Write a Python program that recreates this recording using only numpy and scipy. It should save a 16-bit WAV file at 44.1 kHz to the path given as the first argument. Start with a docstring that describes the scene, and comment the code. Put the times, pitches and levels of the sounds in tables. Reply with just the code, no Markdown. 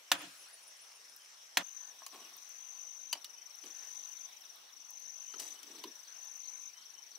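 """Beside a pond a mallet drives a bamboo post twice, each blow a rough contact that rings the post's modes.
Then the scene cuts abruptly to hands at the logs, twisting wire round bamboo with a steel rod: knocks ring
rod and hollow log, drags and thuds are uneven noise through resonances, ticks are tiny noise puffs.
Crickets chirp in paired falling tones and small birds peep far off, over outdoor noise with the blow's
late echo and rustle as the hands work."""
import sys
import numpy as np
from scipy import signal
from scipy.io import wavfile
from scipy.ndimage import uniform_filter1d

SR = 44100
rng = np.random.default_rng(int(sys.argv[2]) if len(sys.argv) > 2 else 0)


def put_to_file(sound):
    """Save the sound as 16-bit audio at rate SR, in the file named by the first command-line argument."""
    columns = np.atleast_2d(sound).T  # one column per channel
    safe = np.clip(columns, -1, 1)
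    whole_steps = np.round(safe * 32767)
    wavfile.write(sys.argv[1], SR, whole_steps.astype(np.int16))


N = 316638

CUT_S = 1.631  # the scene cuts abruptly from the pond to the logs
EDGE_HZ, EDGE_SOFT_HZ = 16500, 15750  # band limit, and the step down just below it

# Distant crickets blurred together. Each row: time in seconds, level in dB.
CHORUS_LEVEL = [(0, -74.5), (1.6, -71.5), (1.64, -70.5), (4.3, -73), (4.8, -71), (7.18, -72.5)]
# Outdoor noise with the blow's late echo and rustle as the hands work, strongest in the treble.
# Each row: time in seconds, rise over the base level in dB at full share.
AIR_RUSTLE = [(0, 7), (.3, 14), (.7, 8.5), (1.6, 7.5), (2.3, 10.5), (3, 6), (3.5, 6), (3.85, 12),
              (4.4, 8.5), (4.9, 5), (5.6, 10.5), (6.3, 8.5), (7.18, 6.5)]
# Likeness of the air in both ears. Each row: frequency in Hz, likeness from 0 to 1.
AIR_LIKENESS = [(60, 1), (400, 0.058), (15000, 0.19)]
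# Lean of the air to one side. Each row: frequency in Hz, left over right in dB.
AIR_LEAN = [(300, -1.5), (3000, 1.5), (10000, 3.5)]
# Colour of the air beside the pond. Each row: frequency in Hz, level in dB over the base level.
POND_AIR_COLOUR = [(30, -45), (150, -30.5), (570, -12), (2500, -12), (6000, -16.5), (7000, -19.5),
                   (9700, -21), (15500, -28.5)]
# Colour of the air at the logs. Each row: frequency in Hz, level in dB over the base level.
LOG_AIR_COLOUR = [(30, -46.5), (150, -26.5), (940, -9.5), (1400, -13.5), (3500, -11.5), (6000, -17),
                  (7000, -21), (11700, -22), (15500, -24)]
AIR_DB = -73  # base level

# Cricket songs. Each row: singer, first chirp in seconds, last chirp in seconds, full level in dB.
CRICKET_SONGS = [("pond", 0.0, 0.079, -47.5), ("pond", 0.178, 0.352, -54.5), ("pond", 0.421, 1.5115, -49),
                 ("low", 0.037, 0.41, -56.5), ("low", 0.596, 1.515, -56.5), ("near", 1.203, 1.875, -41.5),
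                 ("near", 2.387, 3.0997, -41), ("near", 3.572, 4.2376, -41), ("near", 4.803, 5.5075, -41.5),
                 ("near", 6.082, 6.6596, -40.5), ("middle", 1.913, 2.035, -48.5),
                 ("middle", 2.117, 2.296, -48.5), ("middle", 2.34, 2.558, -47.5),
                 ("middle", 2.601, 3.137, -49.5), ("middle", 3.1783, 4.249, -47),
                 ("middle", 4.289, 4.5439, -48.5), ("middle", 4.731, 5.512, -47),
                 ("middle", 5.5529, 6.658, -48.5), ("middle", 6.696, 7.158, -47.5)]
# Wing strokes by singer. Each row: start in Hz, fall in Hz, length in seconds, delay of the second stroke in
# seconds, left over right in dB, first chirp against full level in dB, length of the first stroke as a
# share of the second, octave in dB.
WING_STROKES = {"pond": (6238.5, 191, 0.0005, 0.09, 2.5, -4.5, .99, -27.5),
                "low": (5221, 119.5, 0.0072, 0.07, 4, -6, 1.2, -25.5),
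                "near": (6329, 380.5, 0.0171, 0.0178, 31, -9, 0.81, -27),
                "middle": (6199.5, 768.5, 0.0189, 0.0034, 15.5, -4, 1.064, -21.5)}
# Wider spacing at the ends of a song, by singer. Each row: extra gap at the start in seconds, at the end in
# seconds, before the song is stretched to fit its first and last chirp.
SONG_SLOWING = {"pond": (.004, 0.004), "low": (.002, .002), "near": (.008, .0008), "middle": (0, .003)}
CHIRP_S = .0413  # usual time from chirp to chirp, before that stretch
SWELL_S = 0.117  # a song swells to full level
WARM_S, TIRE_S = .12, .12  # how long the slow start and end last

# Bird peeps that arch up and down. Each row: start in seconds, level in dB.
ARCHED_PEEPS = [(5.755, -63), (6.037, -64), (6.44, -64.5), (6.808, -65.5), (7.115, -64)]
# Whistles and glides of birds, and one high insect sweep (the first row).
# Each row: start in seconds, length in seconds, from Hz, to Hz, level in dB.
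WHISTLES_AND_SWEEP = [(.37, 0.069, 9620, 10950, -64.5), (.45, .09, 3820, 5234, -69.5),
                      (0.477, .035, 1145, 2194, -66), (1.19, 0.048, 3250, 3000, -69.5),
                      (3.35, 0.113, 2948, 3177, -71), (5.261, 0.113, 2913, 3160, -67.5),
                      (5.55, 0.041, 2985, 3043, -65.5), (6.73, 0.147, 2950, 3240, -71),
                      (6.95, 0.077, 3050, 3059, -71.5)]
# Runs of a high insect rasp. Each row: first in seconds, end of the run in seconds, opening level in dB.
RASP_RUNS = [(0.183, 0.19, -59.5), (0.529, 1.25, -58)]
# Far blurred calls. Each row: start in seconds, length in seconds, level in dB.
BLURRED_CALLS = [(1.7, 0.285, -69.5), (3.7, 0.224, -67), (6.04, .36, -74.5)]
CALLS_HZ = 1692  # centre of the blurred calls
PEEP_S, PEEP_HZ, PEEP_ARCH_HZ = .045, 3593, 1276
CHEEP_START_S, CHEEP_GAP_S, CHEEP_S, CHEEP_DB = 4.043, .1285, .022, -63.5
CHEEP_HZ = 4385, 3300  # each cheep falls
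RASP_S, RASP_HZ = .024, (10100, 9410)  # each rasp falls
RASP_GAP_S, RASP_FADE_DB_PER_S = 0.14, -17.5
RASP_LEAD_S, RASP_LEAD_DB = 0.046, -6.5  # a weak rasp ahead of each strong one

# Drags of rod and wire, and the thuds and woody tails of knocks. Each row: start in seconds, rise in seconds,
# fall in seconds, rumble in dB, rasp in dB, hiss in dB, log hum in dB, wire in dB.
DRAGS_AND_THUDS = [(2.116, 0.0152, 0.304, -64, -59, -63, -60, -71.5),
                   (3.128, 0.011, .08, -64, -53, -80.5, -61.5, -79.5),
                   (3.63, 0.0139, 0.109, -61, -62, -60, -73, -75),
                   (5.337, 0.0082, 0.0544, -58, -63, -78, -69, -80.5),
                   (5.389, 0.0039, 0.222, -61.5, -57, -51, -68.5, -56.5),
                   (5.58, 0.2004, 0.085, -60.5, -61.5, -65.5, -74, -69),
                   (5.838, 0.0112, 0.076, -50.5, -68, -84.5, -68.5, -84.5)]
# Body resonances, two for the rumble, then two for the rasp. 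Each row: centre in Hz, width in Hz, level in dB.
BODY_PEAKS = [(291.6, 108, -14.5), (354.7, 156, -1.5), (745, 422, -3.5), (3200, 2600, -4.5)]
# The hollow of the log. Each row: centre in Hz, width in Hz, level in dB.
LOG_HOLLOW = [(1084, 99, 0)]
# Resonances of the wire. Each row: centre in Hz, width in Hz, level in dB.
WIRE_PEAKS = [(3922, 150, -2), (4790, 670, 0.5), (7790, 100, 3), (9270, 400, -10.5)]
STROKE_FADE_DB = -26  # reached at the end of a drag or thud

# The rod knocks a log. Each row: start in seconds, steel in dB before a 3 dB cut, steel ring as a share of
# its t60, log in dB, log pitch in Hz, log ring as a share of its t60, hiss in dB, snap in dB, snap in Hz.
ROD_KNOCKS = [(2.018, -65.5, .4, -47.5, 1066, 1, -59.5, -69.5, 3400),
              (2.063, -43, 0.24, -47.5, 1100, 0.61, -40, -40, 5430),
              (3.127, -25, 0.64, -41.5, 963, 0.36, -33, -32, 4890),
              (3.244, -42, 0.21, -61, 1216, 0.28, -41.5, -39.5, 4030),
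              (3.636, -47.5, 0.19, -73.5, 985, .4, -60, -56, 4100),
              (5.337, -46.5, 0.26, -45.5, 1344, 0.22, -74, -53, 3400),
              (5.3974, -40.5, 0.33, -62.5, 985, .4, -36, -37, 4940),
              (5.417, -55, .3, -65.5, 985, .4, -46, -47.5, 4600),
              (5.6294, -48, 0.23, -69, 1000, 0.42, -48, -51, 3000),
              (5.784, -53.5, 0.29, -71.5, 1000, .4, -52, -51, 3300),
              (5.838, -48, 0.22, -42.5, 1003, 0.45, -44, -34.5, 3500)]
# Modes of the steel rod. Each row: frequency in Hz, level in dB, full t60 in seconds.
ROD_MODES = [(2644, -10, 0.0266), (3008, 2, 0.0534), (4489, -0.5, 0.031), (4693, -1, 0.032),
             (5270, -5, 0.026), (6304, -1, 0.0324), (7290, -5.5, 0.03)]
# Modes of the hollow log. Each row: multiple of the log pitch, level in dB, full t60 in seconds.
LOG_MODES = [(.68, -16, 0.062), (1.001, 1, 0.061), (1.45, -17.5, .025)]
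# Small dry ticks of grit and wire. Each row: start in seconds, level in dB, centre in Hz.
GRIT_TICKS = [(0.2173, -43, 11200), (1.1631, -41, 14300), (2.367, -38, 15500), (2.4908, -45.5, 10300),
              (2.081, -45, 12000), (3.5563, -46.5, 11600), (3.652, -50.5, 10000), (4.19, -50.5, 9000),
              (4.4129, -48.5, 14700), (4.5577, -44.5, 13800), (4.9044, -36.5, 14000), (4.999, -44.5, 13000),
              (5.9539, -45.5, 14500), (6.2495, -46, 12130), (6.3703, -47, 13600)]

# Mallet blows. Each row: start in seconds, level in dB, contact length in seconds, sharpness of the first
# touch, treble of the crack in dB before a 13 dB cut.
MALLET_BLOWS = [(0.1157, -18, 0.008, 0.325, 4.5), (1.5708, -17.5, 0.006, 1.14, 1.5)]
# Modes of the bamboo post. Each row: frequency in Hz, level in dB, t60 in seconds.
POST_MODES = [(291.6, -0.5, 0.0935), (746, -5.5, 0.0172), (1100, -9, 0.012), (1468, 1.5, 0.00734),
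              (1810, 5, 0.0091), (2550, 2.5, 0.0067), (2965, 8, 0.0063), (3400, 8, 0.0075),
              (4100, 3, 0.0044), (5030, 1, 0.0061), (6100, 6, 0.0062), (6900, 0, 0.007)]
POST_LO_HZ = 480.5  # the thin post radiates little below this
# Single echoes of a blow, duller than the blow. Each row: delay in seconds, level against the blow in dB.
SLAP_ECHOES = [(.021, -20.5), (.035, -20), (.09, -25)]
# Dying echoes of the yard. Each row: frequency in Hz, t60 in seconds.
YARD_DECAY = [(300, 0.51), (1500, 0.215), (4000, 0.127), (10000, 0.15)]
# Echo of the far bank. The row: delay in seconds, spread in seconds, level in dB before the sender's weight.
BANK_ECHO = (0.1098, 0.0294, -14.5)
# Colour of the far bank. Each row: frequency in Hz, level in dB over that echo.
BANK_TONE = [(260, 15.5), (450, -28.5), (2000, -3), (6000, -4.5), (12000, -7.5)]


def gain_of(db):
    """Amplitude factor of a level in dB."""
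    return 10 ** (np.asarray(db) / 20)


def evened(x):
    """The sound at an RMS of 1."""
    return x / np.sqrt(np.mean(x ** 2) + 1e-20)


def read(points, hz):
    """Read a curve between its points along log frequency."""
    f, value = np.transpose(points)
    return np.interp(np.log(hz + 1), np.log(f + 1), value)


def add(mix, s, sound):
    """Lay a sound into the mix at s seconds, cut at the end."""
    part = mix[..., round(s * SR):][..., :sound.shape[-1]]
    part += sound[..., :part.shape[-1]]


def band(x, lo_hz, hi_hz):
    """Keep the band between two frequencies."""
    edges = [lo_hz, min(hi_hz, .45 * SR)]
    return signal.sosfilt(signal.butter(2, edges, "band", fs=SR, output="sos"), x)


def panned(x, db):
    """Lean to the left by a level difference."""
    return x * gain_of([[db / 2], [-db / 2]])


def puff(lo_hz, hi_hz, rise_s, t60):
    """A burst of noise that rises quickly and dies."""
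    t = np.arange(3000) / SR
    noise = evened(band(rng.standard_normal(3000), lo_hz, hi_hz))
    return noise * (1 - np.exp(-t / rise_s)) * gain_of(-60 * t / t60)


def ring(modes, contact_s, factor=1, lasting=1, lo_hz=190, touch=0.68, square=2.17, rise_s=.0021):
    """A short rough contact rings every mode; a small body radiates no deep bass; peak about 1."""
    t = np.arange(3000) / SR
    force = rng.standard_normal(len(t)) * np.minimum(t / rise_s, 1) * np.exp(-(t / contact_s) ** square)
    force[round(rise_s * SR)] += touch * np.linalg.norm(force)  # the first sharp touch
    body = 0
    for hz, db, t60 in modes:
        mode = gain_of(db - 60 * t / (t60 * lasting)) * np.sin(2 * np.pi * hz * factor * t)
        driven = signal.fftconvolve(force, mode)[:len(t)]
        body = body + evened(driven) * np.linalg.norm(mode)  # each mode takes its share
    out = band(band(body, lo_hz, 20000), lo_hz, 20000)
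    return out / np.sqrt(2 * uniform_filter1d(out ** 2, size=180).max())


def echoes(x, bank=0):
    """Scattered reflections, unlike in each ear, dying by band, with an optional later swell from the far bank."""
    hz, t, z = signal.stft(rng.standard_normal((2, SR // 2)), SR, nperseg=128)
    z[1, hz < 500] = z[0, hz < 500]  # long waves reach both ears alike
    delay_s, spread_s, bank_db = BANK_ECHO
    near = gain_of(-60 * t / read(YARD_DECAY, hz)[:, None])
    far = gain_of(bank_db + read(BANK_TONE, hz)[:, None]) * np.exp(-.5 * ((t - delay_s) / spread_s) ** 2)
    tail = signal.istft(z * (near + bank * far), SR, nperseg=128)[1]
    return signal.fftconvolve(x[None], tail / np.sqrt(SR * 0.01125), axes=1)[:, :N]


def close(x):
    """Short scatter of opposite sign in each ear widens the treble."""
    scatter = rng.standard_normal(200) * np.exp(-np.arange(200) / 60)
    taps = band(scatter, 3240, 16300) * gain_of(-17.5) * [[1], [-1]]
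    taps[:, 0] += 1  # the direct sound
    return panned(signal.oaconvolve(x[None], taps, axes=1)[:, :N], 1.66)


def air():
    """Patchy outdoor noise coloured by the place, with late echo and rustle, plus the chorus near 5.8 kHz."""
    frames, hz = N // 256 + 5, np.fft.rfftfreq(1024, 1 / SR)
    t = np.arange(frames) * 256 / SR
    a, b, c, d, patches = rng.standard_normal((frames, 513, 5)).T
    patches = evened(uniform_filter1d(uniform_filter1d(patches, 12, 0), 10, 1))
    pond_db, log_db = read(POND_AIR_COLOUR, hz)[:, None], read(LOG_AIR_COLOUR, hz)[:, None]
    colour_db = np.where(t < CUT_S, pond_db, log_db)
    share = read([(200, 0.202), (2000, 0.632), (8000, 0.851)], hz)[:, None]  # the treble rises most
    rustle_db = share * np.interp(t, *np.transpose(AIR_RUSTLE))
    chorus_db = np.interp(t, *np.transpose(CHORUS_LEVEL)) - 12 * ((hz[:, None] - 5800) / 600) ** 2
    size = np.hypot(gain_of(colour_db + AIR_DB + rustle_db), gain_of(chorus_db))
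    size = size * gain_of(2.343 * patches)
    same = read(AIR_LIKENESS, hz)[:, None]
    lean = gain_of(read(AIR_LEAN, hz) / 2)[:, None]
    left = a + 1j * b
    right = same * left + np.sqrt(1 - same ** 2) * (c + 1j * d)
    z = np.array([left * lean, right / lean])
    return signal.istft(z * size, nperseg=1024, noverlap=768)[1][:, 512:N + 512]


def whistle(length, from_hz, to_hz, db, arch_hz=0):
    """A near sine that glides, or arches up and down."""
    u = np.arange(0, 1, 1 / (length * SR))
    hz = from_hz + (to_hz - from_hz) * u ** .75 + arch_hz * (1 - abs(2 * u - 1))
    flutter = gain_of(3.64 * evened(band(rng.standard_normal(len(u)), 30, 150)) - 1.5)  # the far tone breaks up
    tone = np.sqrt(2) * gain_of(db) * np.sin(2 * np.pi * np.cumsum(hz) / SR)
    return tone * signal.windows.tukey(len(u), .3) * flutter


def birds_and_high_insects():
    """Near-sine bird peeps, whistles and cheeps, calls of narrow noise, a high insect sweep and rasp, all wet."""
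    out = np.zeros(N)
    for s, *call in WHISTLES_AND_SWEEP:
        add(out, s, whistle(*call))
    for s, db in ARCHED_PEEPS:
        add(out, s, whistle(PEEP_S, PEEP_HZ, PEEP_HZ, db, PEEP_ARCH_HZ))
    for k in range(6):
        add(out, CHEEP_START_S + k * CHEEP_GAP_S, whistle(CHEEP_S, *CHEEP_HZ, CHEEP_DB))
    for s, length, db in BLURRED_CALLS:
        n = round(length * SR)
        blur = evened(band(rng.standard_normal(n), CALLS_HZ - 160, CALLS_HZ + 160))
        add(out, s, gain_of(db) * np.hanning(n) ** .5 * blur)
    for first, last, db in RASP_RUNS:
        for s in np.arange(first, last, RASP_GAP_S):
            for lead in (0, 1):
                level_db = db + RASP_FADE_DB_PER_S * (s - first) + lead * RASP_LEAD_DB
                add(out, s - lead * RASP_LEAD_S, whistle(RASP_S, *RASP_HZ, level_db))
    return panned(out, 2.2) + gain_of(-1.5) * echoes(out)


def chirps(first, last, start_s, end_s):
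    """Times of the chirps of one song, further apart as it starts and ends."""
    s = np.arange(round((last - first) / CHIRP_S)) * CHIRP_S
    gaps = CHIRP_S + start_s * np.exp(-s / WARM_S) + end_s * np.exp(-s[::-1] / TIRE_S)
    return first + np.r_[0, np.cumsum(gaps)] * (last - first) / gaps.sum()


def cricket(name):
    """Each chirp is two wing strokes, each a tone that falls in pitch, with a weak octave."""
    hz, fall_hz, length, gap, left_db, first_db, short, octave_db = WING_STROKES[name]
    out = np.zeros(N)
    for first, last, db in [row[1:] for row in CRICKET_SONGS if row[0] == name]:
        for at in chirps(first, last, *SONG_SLOWING[name]):
            level_db = db + first_db * np.exp(-(at - first) / SWELL_S)
            for stroke in (0, 1):
                lasts = length * (short, 1)[stroke]
                u = np.arange(0, 1, 1 / (lasts * SR))
                slip, tune, loud, wobble = rng.standard_normal(4)  # no two strokes are alike
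                turns = np.cumsum(hz * (1 + 0.00594 * tune) - fall_hz * u) / SR
                tone = np.sin(2 * np.pi * turns) + gain_of(octave_db) * np.sin(4 * np.pi * turns)
                shape = np.sqrt(np.sin(np.pi * u)) * (1 + 0.18 * np.sin(2 * np.pi * (2.3 * u + wobble)))
                start_s = max(at - lasts / 2 + stroke * gap + .0009 * slip, 0)
                add(out, start_s, gain_of(level_db + 1.66 * stroke + 1.44 * loud) * shape * tone)
    direct = out * gain_of([[0], [-left_db]])
    return direct + gain_of(-11) * echoes(out) * gain_of([[0], [-.5 * left_db]])  # echoes lean half as much


def shaken(slips, peaks):
    """Uneven noise heard through a set of resonances."""
    return evened(sum(gain_of(db) * evened(band(slips, hz - width / 2, hz + width / 2))
                      for hz, width, db in peaks))


def drags_and_thuds():
    """Noise with uneven slips shakes the log's body, the wire and the grit, in long drags or short thuds."""
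    out = np.zeros(N)
    for s, rise_s, fall_s, rumble_db, rasp_db, hiss_db, hum_db, wire_db in DRAGS_AND_THUDS:
        t = np.arange(0, rise_s + fall_s, 1 / SR)
        n = len(t)
        fade_db = STROKE_FADE_DB * (np.maximum(t - rise_s, 0) / fall_s) ** 1.63
        stroke = np.minimum(t / rise_s, 1) * gain_of(fade_db)
        jerks = gain_of(2.3 * rng.exponential(1, n)) * (rng.random(n) < 300 / SR)  # about 300 a second
        slips = rng.standard_normal(n) * (1.28 + uniform_filter1d(jerks, size=120) * 50)
        grit = evened(band(slips, 2500, 12000))
        sound = gain_of(rumble_db) * shaken(slips, BODY_PEAKS[:2])
        sound += gain_of(rasp_db) * shaken(slips, BODY_PEAKS[2:])
        sound += gain_of(hiss_db) * grit
        sound += gain_of(hum_db) * shaken(slips, LOG_HOLLOW)
        sound += gain_of(wire_db) * shaken(slips, WIRE_PEAKS)
        add(out, s, sound * stroke)
    return close(out)


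def knocks():
    """The steel rod and the hollow log ring together at each knock; ticks are tiny puffs."""
    out = np.zeros(N)
    for s, steel_db, free, log_db, log_hz, lasting, hiss_db, snap_db, snap_hz in ROD_KNOCKS:
        add(out, s, gain_of(steel_db - 3.0) * ring(ROD_MODES, 0.0086, lasting=free, lo_hz=900))
        add(out, s, gain_of(log_db) * ring(LOG_MODES, 0.00827, log_hz, lasting, 0.5 * log_hz))
        add(out, s, gain_of(snap_db) * puff(0.752 * snap_hz, 1.273 * snap_hz, 0.00117, 0.0335))
        add(out, s, gain_of(hiss_db) * puff(3700, 16000, 0.00083, 0.0288))
    for s, db, hz in GRIT_TICKS:
        add(out, s, gain_of(db) * puff(0.798 * hz, 1.53 * hz, 0.00069, 0.0126))
    return close(out) + gain_of(-11) * echoes(out)


def mallet():
    """Each blow rings the post, cracks and thumps; echoes follow until the cut."""
    out, sent = np.zeros(N), np.zeros(N)  # heard directly, and sent to the echoes
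    for s, db, contact_s, touch, treble_db in MALLET_BLOWS:
        crack = gain_of(-5) * puff(1254, 4440, 0.00037, 0.054)
        crack += gain_of(treble_db - 13) * puff(4940, 15600, 0.00104, 0.0484)
        blow = ring(POST_MODES, contact_s, lo_hz=POST_LO_HZ, touch=touch, square=4.7, rise_s=0.0009994)
        tap = ring(POST_MODES, 0.00125, lo_hz=POST_LO_HZ, touch=3.4, rise_s=0.0010155)
        add(out, s, gain_of(db) * blow)
        add(out, s, gain_of(db) * crack)
        thump = gain_of(db - 27.5) * puff(165.5, 361, 0.0082, 0.132)  # the post jolts the ground
        add(out, s, thump)
        add(sent, s, thump)
        even_tap = tap * np.linalg.norm(blow) / np.linalg.norm(tap)
        add(sent, s + contact_s / 2, gain_of(db) * even_tap)  # the yard hears one even tap
        for delay_s, slap_db in SLAP_ECHOES:
            add(out, s + delay_s, gain_of(db + slap_db) * puff(800, 3900, 0.00194, 0.053))
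    heard = close(out) + gain_of(-8.0) * echoes(sent, bank=1.266)
    return heard * np.clip((CUT_S - np.arange(N) / SR) / 0.00067, 0, 1)


def scene():
    """Air, birds and insects behind the work on the logs and the mallet."""
    after_cut = np.arange(N) / SR > CUT_S  # the near singer is heard only after the cut
    crickets = cricket("pond") + cricket("near") * after_cut + cricket("middle") + cricket("low")
    return air() + birds_and_high_insects() + crickets + drags_and_thuds() + knocks() + mallet()


def record(dry):
    """The microphone cuts deep bass; the top of the treble steps down, then meets the band limit."""
    dry = signal.sosfilt(signal.butter(2, 60, "high", fs=SR, output="sos"), dry)
    step_hz = [0, EDGE_SOFT_HZ - 150, EDGE_SOFT_HZ + 150, SR / 2]
    edge = signal.firwin2(511, step_hz, [0.915, 1, .08, .08], fs=SR)
    edge = np.convolve(edge, signal.firwin(511, EDGE_HZ, window=("kaiser", 9), fs=SR))
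    return signal.oaconvolve(dry, edge[None], "same")


dry = scene()
out = record(dry)
put_to_file(out)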